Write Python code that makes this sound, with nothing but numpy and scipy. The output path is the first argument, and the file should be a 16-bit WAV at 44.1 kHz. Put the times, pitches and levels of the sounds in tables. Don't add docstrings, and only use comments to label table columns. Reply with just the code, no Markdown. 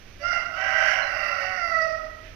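import sys
import numpy as np
from scipy import signal
from scipy.fft import rfft, irfft, next_fast_len
from scipy.io import wavfile
from scipy.ndimage import uniform_filter1d

SR = 44100
rng = np.random.default_rng(int(sys.argv[2]) if len(sys.argv) > 2 else 0)


def bounce(signal):
    frames = np.transpose(np.atleast_2d(signal))
    limited = np.clip(frames, -1, 1)
    pcm = np.round(limited * 32767).astype(np.int16)
    wavfile.write(sys.argv[1], SR, pcm)


N = 103635
T = np.arange(N) / SR
SIZE = next_fast_len(N + SR, True)
HZ = np.maximum(np.arange(SIZE // 2 + 1) * SR / SIZE, 1)


# (lower edge [Hz], upper edge [Hz], boost [dB])
VOICE_BANDS = [(496, 845, 2.5), (963, 1590, 2.5), (1636, 2780, 2.5), (2240, 4190, 2.5), (3240, 15000, 2.5)]
# (time [s], level of band 1 [dB], ..., level of band 5 [dB])
BAND_LEVELS = [(0.19, -63.5, -62, -61, -62, -75), (0.216, -39.5, -52, -49, -55, -49),
               (0.248, -38, -29, -37.5, -40.5, -47), (0.326, -56, -24.5, -34, -47, -44.5),
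               (0.332, -37, -30.5, -30, -38, -44), (0.468, -51.5, -38.5, -51, -44.5, -56),
               (0.5, -49, -69, -41, -76, -59), (0.526, -46, -39.5, -59.5, -47, -57),
               (0.584, -41, -30.5, -34.5, -40.5, -51), (0.844, -33.5, -26.5, -26.5, -36, -43),
               (0.902, -36, -29.5, -26.5, -34, -40), (1.022, -39, -28, -37.5, -37, -50),
               (1.07, -42, -39, -37.5, -46, -50.5), (1.26, -40, -33, -33, -35.5, -46),
               (1.376, -43.5, -32, -37.5, -43.5, -47.5), (1.428, -35, -37, -33.5, -38.5, -46.5),
               (1.502, -44, -38, -34.5, -44.5, -49), (1.718, -38.5, -29, -34.5, -59, -47),
               (1.734, -38.5, -33, -26.5, -53, -47.5), (1.778, -28, -24, -33.5, -54, -47.5),
               (1.804, -30, -39.5, -28, -50, -50), (1.82, -27.5, -28.5, -23.5, -54, -43.5),
               (1.836, -34, -49, -32, -48, -48.5), (1.872, -34, -35, -39.5, -54, -49),
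               (1.966, -44.5, -53, -41, -60.5, -57.5), (1.988, -43.5, -39, -54, -62, -60),
               (2.062, -42, -51.5, -50, -62, -59.5), (2.085, -56, -44, -30, -57, -65)]
def rooster(smoothing_s=0.037, fade_in_s=0.0082, fade_out_s=0.031):
    spectrum = rfft(throat(voice_box()), SIZE)
    crow = 0
    for (low_hz, high_hz, boost_db), level_db in zip(VOICE_BANDS, over_time(BAND_LEVELS)):
        part = irfft(spectrum / (1 + (low_hz / HZ) ** 30) / (1 + (HZ / high_hz) ** 30), SIZE)[:N]
        power = np.abs(uniform_filter1d(part ** 2, int(smoothing_s * SR)))
        steady = part / np.sqrt(power + 1e-12)
        crow = crow + steady * from_db(level_db + boost_db)
    start_s, end_s = BAND_LEVELS[0][0], BAND_LEVELS[-1][0]
    return crow * np.clip((T - start_s) / fade_in_s, 0, 1) * np.clip((end_s - T) / fade_out_s, 0, 1)


# (time [s], pitch [Hz])
MAIN_SIDE = [(.2, 657), (.235, 684), (.28, 700.6), (.35, 697.4), (.54, 692), (.585, 759.2), (.76, 778.4),
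             (.9, 769.2), (1.03, 751.5), (1.14, 718.2), (1.22, 681.8), (1.31, 674), (1.36, 737.5),
             (1.54, 750), (1.62, 684.8), (1.7, 662), (1.8, 649.4), (1.9, 631.7), (2.08, 627.7)]
# (time [s], pitch [Hz], level against the main side [dB])
OTHER_SIDE = [(.2, 560, 9), (.27, 630, -18.5), (.34, 660, -10.5), (.53, 634.8, 0.5), (.62, 655.2, -4.5),
              (.85, 642.3, 1), (1.05, 656.6, 1), (1.22, 615, -5), (1.3, 568.8, -4.5), (1.44, 560, -9),
              (1.56, 570, -22.5), (1.68, 628.4, -32), (1.82, 618, -28), (1.9, 602.2, -3.5),
              (2.1, 630.6, -29.5)]
# (time [s], pitch shake [share of pitch], rasp [dB], undertones [dB])
HOARSENESS = [(.2, 0.015, -17, -34), (.27, 0.016, -21, -36), (.34, .014, -13.5, -26),
              (.52, 0.011, -9, -27.5), (.62, .012, -5.5, -24.5), (.88, 0.016, -1, -15),
              (1.1, 0.0224, 2.5, 1), (1.27, 0.015, -6.5, -3.5), (1.4, 0.0093, -10.5, -7.5),
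              (1.55, .012, -16, -5.5), (1.7, 0.014, -16.5, -36.5), (1.8, 0.013, -32.5, -50),
              (2.1, 0.015, -9.5, -24)]
def voice_box(flutter_db=1.5, rasp_flutter_db=1.54, flutters_per_s=110):
    main_hz, = over_time(MAIN_SIDE)
    other_hz, other_db = over_time(OTHER_SIDE)
    shake, rasp_db, undertone_db = over_time(HOARSENESS)
    main, phase = vibrating_skin(main_hz, shake)
    other, _ = vibrating_skin(other_hz, shake)
    undertones = 1.57 * from_db(undertone_db) * (np.cos(phase / 2) + np.cos(phase / 4))
    tone = main * (1 + undertones) + from_db(other_db) * other
    breath = from_db(rasp_db) * rasp(phase, rasp_flutter_db * wander(flutters_per_s))
    flutter = from_db(flutter_db * shake / shake.max() * wander(flutters_per_s))
    return (tone + breath) * flutter


def vibrating_skin(hz, shake, shakes_per_s=262, wobble=0.00603, wobbles_per_s=32.6):
    pitch = hz * (1 + shake * wander(shakes_per_s) + wobble * wander(wobbles_per_s))
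    phase = 2 * np.pi * np.cumsum(pitch) / SR
    wave = np.cos(phase)
    fade = 0.862
    pulses = (wave - fade) / (1 - 2 * fade * wave + fade ** 2)
    return unit_level(pulses), phase


# (frequency [Hz], boost [dB])
RASP_TONE = [(600, 3.5), (850, 12.5), (1300, 7.5), (2500, 6), (6000, 2.5), (12000, -2.5)]
def rasp(phase, flutter_db):
    puffs = noise() * (1 + np.cos(phase)) * from_db(flutter_db)
    return 3 * filtered(unit_level(puffs), from_db(over_frequency(RASP_TONE)))


# (time [s], opening [0 narrow to 1 wide])
BEAK_OPENING = [(.2, 0.67), (.53, 0.2), (.59, 0.88), (1.02, 1), (1.19, 0), (1.6, 0.18), (1.75, 0.03)]
# (frequency [Hz], width [Hz], narrow-beak level [dB], wide-beak level [dB])
THROAT_RINGS = [(602.2, 100, 2.5, -0.5), (784, 170, -6, -9), (1017, 460, -10.5, -7), (1372, 300, 6, -16.5),
                (1547.3, 250, -7, 11.5), (1934, 140, 16.5, 4.5), (2043, 326, 3.5, 6), (2726, 135, 3, -10),
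                (2883, 250, -20.5, 0), (4280, 2700, -32.5, -31.5), (4784, 596, -7.5, -17.5),
                (5603, 570, -9, -9), (6420, 270, -28, -21), (6960, 94, -25.5, -23), (7670, 89, -35, -29),
                (9400, 1400, -34, -32.5), (12130, 5000, -28.5, -37)]
def throat(sound):
    opening, = over_time(BEAK_OPENING)
    power = 0
    for hz, width_hz, narrow_db, wide_db in THROAT_RINGS:
        distance = abs(HZ - hz) / width_hz
        peak = np.exp(-distance / 2) / (1 + (2 * distance) ** 2) ** 2
        power = power + from_db([[narrow_db], [wide_db]]) ** 2 * peak
    narrow, wide = filtered(sound, np.sqrt(power))
    return (1 - opening) * narrow + opening * wide


# (delay [s], level [dB])
WALL_BOUNCES = [(.0065, -12.5), (.021, -11.5), (.047, -23.5)]
def yard(sound, ring_s=0.91, ring_db=0.5, treble_ring_s=0.25, treble_db=5.5, treble_hz=2400):
    bounces = sum(from_db(db) * np.exp(-2j * np.pi * HZ * delay_s) for delay_s, db in WALL_BOUNCES)
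    lows = 1 / (1 + (HZ / treble_hz) ** 8)
    hiss = rng.standard_normal((2, SR))
    slow_fade = from_db(-60 * T[:SR] / ring_s)
    fast_fade = from_db(treble_db - 60 * T[:SR] / treble_ring_s)
    ring = lows * rfft(hiss * slow_fade, SIZE) + (1 - lows) * rfft(hiss * fast_fade, SIZE)
    ring /= np.sqrt(np.sum(slow_fade ** 2))
    return filtered(sound, 1 + bounces + from_db(ring_db) * ring)


# (time [s], length [s], start pitch [Hz], end pitch [Hz], level [dB])
BIRD_PEEPS = [(1.015, .04, 4204, 4085, -36), (1.812, 0.022, 5440, 4290, -36.5)]
def small_bird():
    peeps = 0
    for start_s, length_s, start_hz, end_hz, db in BIRD_PEEPS:
        progress = np.clip((T - start_s) / length_s, 0, 1)
        pitch = start_hz + (end_hz - start_hz) * progress
        whistle = np.sin(2 * np.pi * np.cumsum(pitch) / SR)
        peeps = peeps + from_db(db) * np.sin(np.pi * progress) * whistle
    return peeps


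def foot_scuff(time_s=2.26, swell_s=0.038, level_db=-46.5):
    swell = np.exp(-((T - time_s) / swell_s) ** 2)
    return from_db(level_db) * noise_band(hz=2130, width_hz=1160) * swell


# (frequency [Hz], relative level [dB])
AIR_TONE = [(20, -1), (55, -4.5), (120, -13), (280, -15), (450, -16.5), (1000, -25), (2400, -20),
            (4000, -29), (6200, -28), (7000, -45), (9500, -43), (15000, -43)]
# (frequency [Hz], left minus right [dB])
AIR_SIDES = [(60, -1), (200, -7), (700, -9), (1290, -19), (2380, -19), (6000, -21), (7500, -9),
             (15000, 0.5)]
# (frequency [Hz], likeness [-1 opposite to 1 same])
EAR_LIKENESS = [(60, 0.53), (130, 0.85), (290, 0.5), (640, 0.42), (1410, 0.99), (3100, 0.9), (6820, -0.91),
                (15000, 0.3)]
def outdoor_air(level_db=-45.5):
    alike = over_frequency(EAR_LIKENESS)
    tone = from_db(over_frequency(AIR_TONE)) / (1 + from_db(over_frequency(AIR_SIDES)))
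    shared = filtered(noise(), tone * np.sqrt(1 + alike))
    opposite = filtered(noise(), tone * np.sqrt(1 - alike))
    ears = unit_level(np.array([shared + opposite, shared - opposite]))
    return from_db(level_db) * lean_right(ears, AIR_SIDES)


def low_hum(level_db=-56.5):
    return from_db(level_db) * noise_band(hz=87.7, width_hz=19)


# (time [s], level [dB])
WIND_LEVELS = [(0, -55), (1.6, -63), (1.95, -53.5), (2.35, -51)]
def wind():
    level_db, = over_time(WIND_LEVELS)
    return from_db(level_db) * noise_band(hz=33.3, width_hz=13)


def from_db(db):
    return 10 ** (np.asarray(db) / 20)


def unit_level(sound):
    return sound / np.sqrt(np.mean(sound ** 2) + 1e-20)


def over_time(table):
    times, *columns = np.transpose(table)
    return [np.interp(T, times, column) for column in columns]


def over_frequency(table):
    hz, values = np.transpose(table)
    return np.interp(np.log(HZ), np.log(hz), values)


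def filtered(sound, gain):
    return irfft(rfft(sound, SIZE) * gain, SIZE)[..., :N]


def lean_right(ears, sides):
    left, right = ears
    return np.array([filtered(left, from_db(over_frequency(sides))), right])


def noise():
    return rng.standard_normal(N)


def noise_band(hz, width_hz):
    low_hz = np.sqrt(hz ** 2 + width_hz ** 2 / 4) - width_hz / 2
    band = signal.butter(2, [low_hz, low_hz + width_hz], "band", fs=SR, output="sos")
    return unit_level(signal.sosfilt(band, noise()))


def wander(per_s):
    memory = np.exp(-2 * np.pi * per_s / SR)
    return unit_level(signal.lfilter([1], [1, -2 * memory, memory * memory], noise()))


# (frequency [Hz], left minus right [dB])
YARD_SIDES = [(300, -6.5), (700, -13), (1290, -26), (2380, -37), (5500, -49), (9000, -38), (15000, -9)]
def scene():
    echoing = yard(rooster() + small_bird() + foot_scuff())
    return lean_right(echoing, YARD_SIDES) + outdoor_air() + low_hum() + wind()


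def record(dry, cutoff_hz=15500):
    return filtered(dry, 1 / (1 + (HZ / cutoff_hz) ** 160))


dry = scene()
out = record(dry)
bounce(out)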